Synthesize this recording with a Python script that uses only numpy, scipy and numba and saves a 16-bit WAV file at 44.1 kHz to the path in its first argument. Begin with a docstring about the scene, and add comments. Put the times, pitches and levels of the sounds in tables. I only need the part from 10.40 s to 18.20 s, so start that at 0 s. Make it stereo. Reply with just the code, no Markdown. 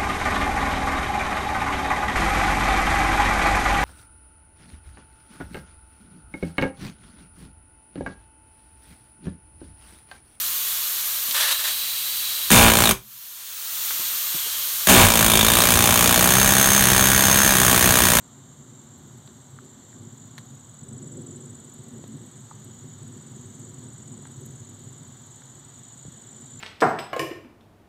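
"""First comes a steady hiss with a few light taps: a leaky air chisel is held on a brick on a garage floor.
Air spurts as the trigger is eased in, then the tool hammers twice, one short burst and one long one.
Each piston blow cracks on the brick, rings the steel and is followed by two puffs of spent air.
A compressor hums faintly. The phone's limiter squashes the start of each burst until its slower
gain control has turned the sound down, and the hiss swells back afterwards."""
import sys
import numpy as np
from scipy import signal
from scipy.fft import rfft, irfft
from scipy.io import wavfile
from scipy.ndimage import uniform_filter1d, map_coordinates
from numba import njit

SR = 44100
rng = np.random.default_rng(int(sys.argv[2]) if len(sys.argv) > 2 else 0)


def dump_mix(stems):
    """Bounce the given channels to the path in sys.argv[1] as a 16-bit WAV at rate SR."""
    frames = np.atleast_2d(stems).T  # one column per channel
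    limited = np.clip(frames, -1, 1)  # hard clip at full scale
    pcm = np.round(limited * 32767).astype(np.int16)
    wavfile.write(sys.argv[1], SR, pcm)


N = 343980
T = np.arange(N) / SR

# piston speed through each burst: time_s, blows_per_s
SHORT_BURST = [(2.105, 100), (2.13, 60.5), (2.31, 56), (2.4, 60), (2.52, 53.2)]
LONG_BURST = [(4.472, 64.81), (4.66, 57.67), (5.01, 53.39), (5.16, 59.06), (5.75, 59.6), (5.97, 64.91),
              (6.37, 66.86), (6.44, 64.08), (7.07, 67.63), (7.2, 62.25), (7.67, 61.46), (7.8, 57.37)]
# balance of a blow, one row each for air and crack, brick, head, barrel, blade, steel ring, thump, gust:
# loose_db, seated_db, opening_adds_db, skating_adds_db, groove_adds_db_per_s
BLOW_BALANCE = [ (-19.5, -15.5, 3, 0.1, 0), (-23.5, -21.5, 11.5, 0, -0.8), (-37.5, -25, 8.5, 0.5, 1.9),
                (-28.5, -29.5, 9.5, 2, -0.4), (-27.5, -27, 7, -0.5, -0.7), (-38, -22.5, -4, -16, 0.2),
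                (-24.5, -24.5, 6.5, 1, -.5), (-28.5, -33.5, 13, -9, -0.5), ]
# hits within one stroke (tap, main blow, rebound, piston return): delay_s, signed_strength
STROKE_HITS = [(.0002, -0.11), (.0012, -0.68), (.0016, 0.58), (.0064, .34), (.008, -0.16)]
# the notes at which each part rings: pitch_hz, width_hz, relative_db
BRICK_NOTES = [(385.6, 20, 6), (438, 130, -24.5), (553, 84, 6.5), (680, 67, -3), (778, 29, 3.5),
               (967, 50, 1), (1150, 190, -1.5), (1397, 170, -4.5)]
HEAD_NOTES = [(1518, 62, -3.5), (1687, 205, -2), (1807, 200, -5.5)]
BARREL_NOTES = [(2396, 115, 0), (2552, 110, -8), (2760, 160, -10)]
BLADE_NOTES = [(3356, 680, 2), (3560, 57, -9.5), (4220, 103, 1.5)]
STEEL_NOTES = [(9700, 91, -18), (7050, 390, -21), (6450, 143, -20), (13170, 1700, -16.5)]
EXHAUST_NOTES = [(57, 14, -2.5), (128.7, 7.3, 2), (201.8, 23, 2), (216, 51, -6.5)]
VALVE_NOTES = [(1320, 43, -14), (2820, 220, -3), (3300, 190, 5.5), (3920, 480, 7.5), (4440, 115, 5),
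               (8450, 490, 4), (13900, 1000, 0)]
# the tone of each noise, from bass to treble: pitch_hz, relative_db
CRACK_TONE = [(200, -31), (900, 7.5), (1700, 6.5), (2080, -38), (2400, -12), (3500, 1), (5000, -2),
              (6800, 4), (7800, -2.5), (9300, 7.5), (10500, 1), (13000, 4), (14300, -16), (16000, 1)]
PUFF_TONE = [(100, 13), (300, 7.5), (1100, 1), (2100, 2), (3400, 1.5), (5000, -4.5), (6800, -0.5),
             (7800, 0.5), (9200, 3.5), (10500, -5.5), (11800, -2), (13000, -4), (14200, 1.5), (16000, -2.5)]
GUST_TONE = [(15, -20), (30, -37), (48, -16), (65, -56), (90, 5), (140, -8), (300, -16.5), (800, -25)]
LEAK_TONE = [(60, -26), (300, -17.5), (750, -13.5), (1150, -2), (2300, -4), (3300, 2), (4300, 2),
             (4900, -2), (6500, 3), (7900, 0), (9500, 3), (10700, -6), (12000, 4), (16000, -5)]
SIZZLE_TONE = [(9000, -42), (10900, 8), (11600, 3.5), (12300, 8.5), (13400, 9), (14400, 5), (15200, 11),
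               (16000, -13)]
RUSH_TONE = [(120, -64), (200, -41), (623, -8.5), (696, -15), (867, -6), (1500, -3.5), (1770, 2.5),
             (1940, -5), (2860, -3), (3690, 1.5), (4950, -6.5), (12800, -6.5), (16000, -19.5)]
RUMBLE_TONE = [(20, -12), (45, 9), (85, 5.5), (140, 1.5), (300, -8), (600, 3), (2000, -26.5)]
# the blade catches in the groove: start_s, end_s, pitch_hz, glide_hz_per_s, relative_db
GROOVE_CATCHES = [(2.423, 2.469, 4470, -18000, -20.5), (4.844, 5.045, 3520, -2, -25.5),
                  (5.059, 5.234, 3520, 2596, -26.5)]
# single blows that chip the brick: start_s, relative_db, pitch_hz, width_hz, decay_s
BRICK_CHIPS = [(5.01, -11, 3450, 500, .004), (5.218, -12, 3900, 5000, .002), (5.32, -10, 7000, 7000, .002),
               (5.675, -10, 7000, 7000, .002)]
# a finger takes up the trigger and the valve sings: start_s, end_s, pressure_0_to_1, pitch_hz, level_db
TRIGGER_GRIPS = [(0.91, 2.1, 0.9, 3970, -39), (3.92, 4.24, 0.1, 3160, -38.5)]
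# air rushes through the half-open trigger: start_s, end_s, level_db
TRIGGER_SQUEEZES = [(0.938, 1.125, -22.5), (1.188, 1.189, -25.5), (1.235, 1.289, -25)]
# echoes off hand, brick and floor: multiple_of_echo_lag, signed_strength
NEAR_ECHOES = [(0.429, 0.0031), (1, 0.066), (1.27, -0.064), (1.83, 0.07), (2.9, -0.069), (4.3, 0.26)]
# the blade and tool body are set down: start_s, level_db, pitch_hz, width_hz, decay_s
TOOL_TAPS = [(.01, -51, 36, 25, .12), (0.883, -46, 240, 120, 0.026), (0.91, -18.5, 3880, 1200, 0.0054),
             (3.502, -56, 7000, 9000, 0.0011), (3.506, -27, 1297, 900, 0.0058),
             (3.595, -41, 200, 140, 0.018), (3.946, -33.5, 215, 140, 0.012), (4.062, -38, 480, 450, .012)]
# the compressor motor's tones: pitch_hz, level_db
MOTOR_TONES = [(60, -73.5), (113, -94), (231, -71.5), (657, -85), (894, -62)]

LOOSE_BLOWS_PER_S, SEATED_BLOWS_PER_S = 48, 68  # leaning on the tool makes the piston rebound faster
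LIFT_S, LOWER_S = 2.45, 3.05  # the tool is lifted and lowered between the bursts


def air_chisel():
    """Piston blows strike brick and steel, spent air puffs out between them, and the garage echoes."""
    air, brick, head, barrel, blade, steel, thump, gust = blow_gains()
    blows = piston()
    running = swell(blows, delay_s=0, rise_s=0.0024, decay_s=0.0048)
    on = running > .1  # the moments when the tool is hammering
    # every stroke makes the same series of hits, roughened by grit under the blade
    push = sum(size * swell(blows, s, rise_s=.00003, decay_s=.00005) for s, size in STROKE_HITS)
    crush = swell(blows, delay_s=0.00067, rise_s=0.00031, decay_s=0.0019)
    contact = unit(push, on) + .4 * unit(crush * rng.standard_normal(N), on)
    crack = air * undb(-1) * unit(crush * noise(CRACK_TONE), on)
    shake = unit(blows, on) + 1.04 * unit(crush * rng.standard_normal(N), on)
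    clatter = crack + barrel * unit(ring(shake, BARREL_NOTES), on)
    struck = (brick, BRICK_NOTES), (head, HEAD_NOTES), (blade, BLADE_NOTES), (air * undb(-7), STEEL_NOTES)
    for gain, notes in struck:
        clatter += gain * unit(ring(contact, notes), on)
    clatter += steel * steel_ring(blows, on)
    puffs, thumps, gusts = exhaust(blows, running, on)
    clatter += air * undb(-2) * puffs + caught_blade(blows, on) + knocks(BRICK_CHIPS)
    bass = thump * thumps + gust * gusts
    room_note = ring(bass, [(114, 22, 0)])  # a standing wave at 114 Hz booms on after the tool stops
    boom = undb(-19.5) * garage_echo(room_note, fade_s=0.62, treble_fade_s=0.29, gap_s=0.013)
    echo = undb(-11) * garage_echo(clatter, fade_s=0.2, treble_fade_s=0.2, gap_s=0.0019)
    return clatter + bass + boom + echo


def piston(lead_s=.0014, jitter_s=.00004, scatter_db=.6):
    """One click for each piston stroke, each a little off in time and force."""
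    blows = np.zeros(N)
    for burst in (SHORT_BURST, LONG_BURST):
        time_s, rate = np.transpose(burst)
        t = T[(T >= time_s[0]) & (T <= time_s[-1])]
        strokes = np.cumsum(np.interp(t, time_s, rate)) / SR
        blow_s = np.interp(np.arange(int(strokes[-1]) + 1), strokes, t)
        late, force = rng.standard_normal((len(blow_s), 2)).T
        at = ((blow_s - lead_s + jitter_s * late) * SR).astype(int)
        pressure = 1 - np.exp(-(blow_s - time_s[0] + 0.0016) / 0.022)  # builds over the first strokes
        blows[np.minimum(at, N - 1)] = pressure * undb(scatter_db * force)
    return blows


def blow_gains():
    """How strong each part of a blow is as the blade skates, sits firmly and deepens its groove."""
    starts_s = SHORT_BURST[0][0], LONG_BURST[0][0]
    # each burst opens louder and heavier for about a fifth of a second
    opening = sum(held(s, s + 0.15, rise_s=0.11, fall_s=0.097) for s in starts_s)
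    seated = seating()
    skating = T < LOWER_S
    cutting_s = np.maximum(T - starts_s[1], 0)
    return [undb(loose + (firm - loose) * seated + boost * opening + skate * skating + wear * cutting_s)
            for loose, firm, boost, skate, wear in BLOW_BALANCE]


def seating():
    """How firmly the blade sits on the brick, 0 to 1; it seats mostly near the piston's top speed."""
    time_s, rate = np.vstack([SHORT_BURST, LONG_BURST]).T
    speed = (np.interp(T, time_s, rate) - LOOSE_BLOWS_PER_S) / (SEATED_BLOWS_PER_S - LOOSE_BLOWS_PER_S)
    return np.clip(speed, 0, 1) ** 1.4


def steel_ring(blows, on, loose_hz=6465, sag_hz=80):
    """Each blow tops up the chisel's main note, which sinks a little as the blade seats."""
    ringing = swell(blows, delay_s=.0014, rise_s=.001, decay_s=.006) * undb(1.2 * drift(45))
    phase = 2 * np.pi * np.cumsum(loose_hz - sag_hz * seating()) / SR + 1.2 * drift(18)
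    return unit(ringing * np.sin(phase), on)


def exhaust(blows, running, on):
    """Air leaves after the forward stroke and on the return: it puffs, thumps and buffets the mic."""
    forward = swell(blows, delay_s=0.0025, rise_s=0.00079, decay_s=0.0041)
    back = swell(blows, delay_s=0.00708, rise_s=0.0031, decay_s=0.0059)
    puffs = unit((forward + .6 * back + .33 * running) * noise(PUFF_TONE), on)
    flow_change = np.diff(forward + 0.73 * back, prepend=0)
    thumps = unit(ring(flow_change, EXHAUST_NOTES), on)
    gusts = undb(2 * drift(14)) * unit(running * noise(GUST_TONE), on)
    return puffs, thumps, gusts


def caught_blade(blows, on):
    """The caught blade rings after each blow, gliding in pitch as it works along the groove."""
    struck = unit(swell(blows, delay_s=.0006, rise_s=0.0011, decay_s=0.004), on)
    ringing = 0
    for start, end, hz, glide, db in GROOVE_CATCHES:
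        pitch_hz = hz + glide * np.clip(T - start, 0, end - start)
        ringing += undb(db) * held(start, end, 0.037, 0.037) * noise_band(pitch_hz, width_hz=420)
    return struck * ringing


def leaky_valve():
    """Air escapes at the valve, sings under the finger and rushes at each squeeze of the trigger."""
    lift = held(LIFT_S, LOWER_S, rise_s=.2, fall_s=.52)
    grip, whistle = 0, 0
    for start, end, pressure, hz, db in TRIGGER_GRIPS:
        finger = held(start, end, rise_s=.09, fall_s=.09)
        grip += pressure * finger
        whistle += undb(db) * finger * unit(ring(rng.standard_normal(N), [(hz, 150, 0)]))
    hiss = undb(-28 - 2.5 * grip + 0.12 * drift(21)) * noise(LEAK_TONE)
    sizzle = undb(-29 - 2 * grip + lift - 10 * facing_mic() + 0.56 * drift(49)) * noise(SIZZLE_TONE)
    singing_db = -40 + 8.5 * grip - 18 * lift + 1.1 * drift(40)
    singing = undb(singing_db) * unit(ring(rng.standard_normal(N), VALVE_NOTES))
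    squeeze = sum(undb(db) * held(start, end, 0.0093, 0.054) for start, end, db in TRIGGER_SQUEEZES)
    rush = squeeze * undb(1.7 * drift(130)) * noise(RUSH_TONE)
    # the tool skids off the brick and the hand shields the valve
    shield_db = -8 * held(2.45, 2.575, rise_s=0.14, fall_s=0.14)
    jet = (hiss + sizzle + whistle + singing + rush) * undb(shield_db)
    return jet + near_echoes(jet, lift)


def near_echoes(jet, lift, resting_ms=1.75, lifted_ms=1.14):
    """Echoes off hand, brick and floor colour the hiss; they come sooner when the tool is lifted."""
    lag_ms = resting_ms + (lifted_ms - resting_ms) * lift + 0.032 * drift(2)
    lag = lag_ms * SR / 1000
    return sum(size * map_coordinates(jet, [np.arange(N) - path * lag], order=2)
               for path, size in NEAR_ECHOES)


def swinging_jet(start_hz=19400, rest_hz=13100):
    """A bright band of hiss sinks into hearing as the tool swings back onto the brick."""
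    pitch_hz = rest_hz + (start_hz - rest_hz) * np.exp(-np.maximum(T - 2.9, 0) / 0.33)
    return undb(-30) * facing_mic() * noise_band(pitch_hz, width_hz=3400)


def facing_mic():
    """How far the valve has turned towards the microphone, 0 to 1."""
    return held(start_s=2.9, end_s=4, rise_s=.2, fall_s=.2)


def knocks(rows):
    """Each tap or chip is a short ring of noise that dies away."""
    out = np.zeros(N)
    t = T[:SR // 2]
    for start_s, db, hz, width_hz, decay_s in rows:
        ringing = unit(ring(rng.standard_normal(len(t)), [(hz, width_hz, 0)]))
        start = int(start_s * SR)
        out[start:start + len(t)] += undb(db) * np.exp(-t / decay_s) * ringing
    return out


def garage_echo(x, fade_s, treble_fade_s, gap_s):
    """Many reflections off floor and walls; bass and treble each fall 60 dB in their fade time."""
    t = T[:SR]
    grain = rng.standard_normal(len(t))
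    low = signal.sosfilt(signal.butter(1, 2500, fs=SR, output="sos"), grain)
    tail = low * undb(-60 * t / fade_s) + (grain - low) * undb(-60 * t / treble_fade_s)
    tail *= t > gap_s
    return signal.fftconvolve(x, tail / np.sqrt(np.sum(tail ** 2)))[:N]


def compressor():
    """A faint wavering motor hum over the rumble of the room."""
    wavering_s = T + 0.00044 * drift(6.5)
    hum = sum(undb(db) * np.sqrt(2) * np.sin(2 * np.pi * hz * wavering_s) for hz, db in MOTOR_TONES)
    return hum + undb(-57.5) * noise(RUMBLE_TONE)


def undb(db):
    """Turn decibels into a number to multiply by."""
    return 10 ** (np.asarray(db) / 20)


def unit(x, where=slice(None)):
    """Scale to an average (rms) level of 1 over the chosen stretch."""
    return x / np.sqrt(np.mean(x[where] ** 2))


def noise(tone):
    """Noise shaped by a table of pitch_hz, relative_db."""
    hz, db = np.transpose(tone)
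    all_hz = np.maximum(np.fft.rfftfreq(N, 1 / SR), 1)
    gain = undb(np.interp(np.log(all_hz), np.log(hz), db))
    return unit(irfft(rfft(rng.standard_normal(N)) * gain, N))


def noise_band(hz, width_hz):
    """A steep-sided band of noise whose centre may move."""
    slow = signal.sosfilt(signal.butter(6, width_hz / 2, fs=SR, output="sos"), rng.standard_normal((2, N)))
    phase = 2 * np.pi * np.cumsum(hz) / SR
    return unit(slow[0] * np.cos(phase) + slow[1] * np.sin(phase))


def ring(x, notes):
    """Let x shake an object that rings at these notes; narrow ones ring longer."""
    return sum(undb(db) * signal.lfilter(*signal.iirpeak(hz, hz / width_hz, fs=SR), x)
               for hz, width_hz, db in notes)


def drift(rate_hz):
    """A smooth random wobble with a size near 1."""
    step = int(SR / rate_hz)
    stairs = np.repeat(rng.standard_normal(N // step + 1), step)
    return unit(uniform_filter1d(stairs, step)[:N])


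def swell(blows, delay_s, rise_s, decay_s):
    """A quick rise and a fade, a set time after every blow."""
    t = np.maximum(T[:SR // 10] - delay_s, 0)
    shape = (1 - np.exp(-t / rise_s)) * np.exp(-t / decay_s)
    return signal.fftconvolve(blows, shape / shape.max())[:N]


def held(start_s, end_s, rise_s, fall_s):
    """Rise from 0 towards 1 after the start, hold, and fall back after the end."""
    return np.clip(np.minimum((T - start_s) / rise_s, 1 - (T - end_s) / fall_s), 0, 1)


@njit
def follow(x, rise_per_s, fall_per_s):
    """Follow x, climbing and sinking by at most so much a second."""
    out, level = np.empty(len(x)), 0.
    for i in range(len(x)):
        level += min(max(x[i] - level, -fall_per_s / SR), rise_per_s / SR)
        out[i] = level
    return out


def excess_db(x, limit_db, window_s):
    """How far the running average level stands above a limit."""
    power = uniform_filter1d(x ** 2, int(window_s * SR))
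    return np.maximum(10 * np.log10(np.abs(power) + 1e-18) - limit_db, 0)


def scene():
    """The hammering is far louder than everything else."""
    mono = undb(24) * air_chisel() + leaky_valve() + swinging_jet() + knocks(TOOL_TAPS) + compressor()
    return np.array([mono, mono])


def record(dry):
    """A mono phone microphone: bass cut, slow gain control, fast limiter, rounded peaks, top cut."""
    x = signal.sosfilt(signal.butter(4, 34, "high", fs=SR, output="sos"), dry.mean(axis=0))
    duck_db = follow(excess_db(x, limit_db=-12.5, window_s=0.02), rise_per_s=113., fall_per_s=24.)
    x = x * undb(-duck_db)
    squash_db = follow(excess_db(x, limit_db=-7, window_s=0.00059), rise_per_s=1e6, fall_per_s=2200.)
    x = np.tanh(x * undb(-squash_db) / 1.174) * 1.183
    x = signal.sosfilt(signal.ellip(10, .1, 85, 15900, fs=SR, output="sos"), x)
    return np.array([x, x])


dry = scene()
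out = record(dry)
dump_mix(out)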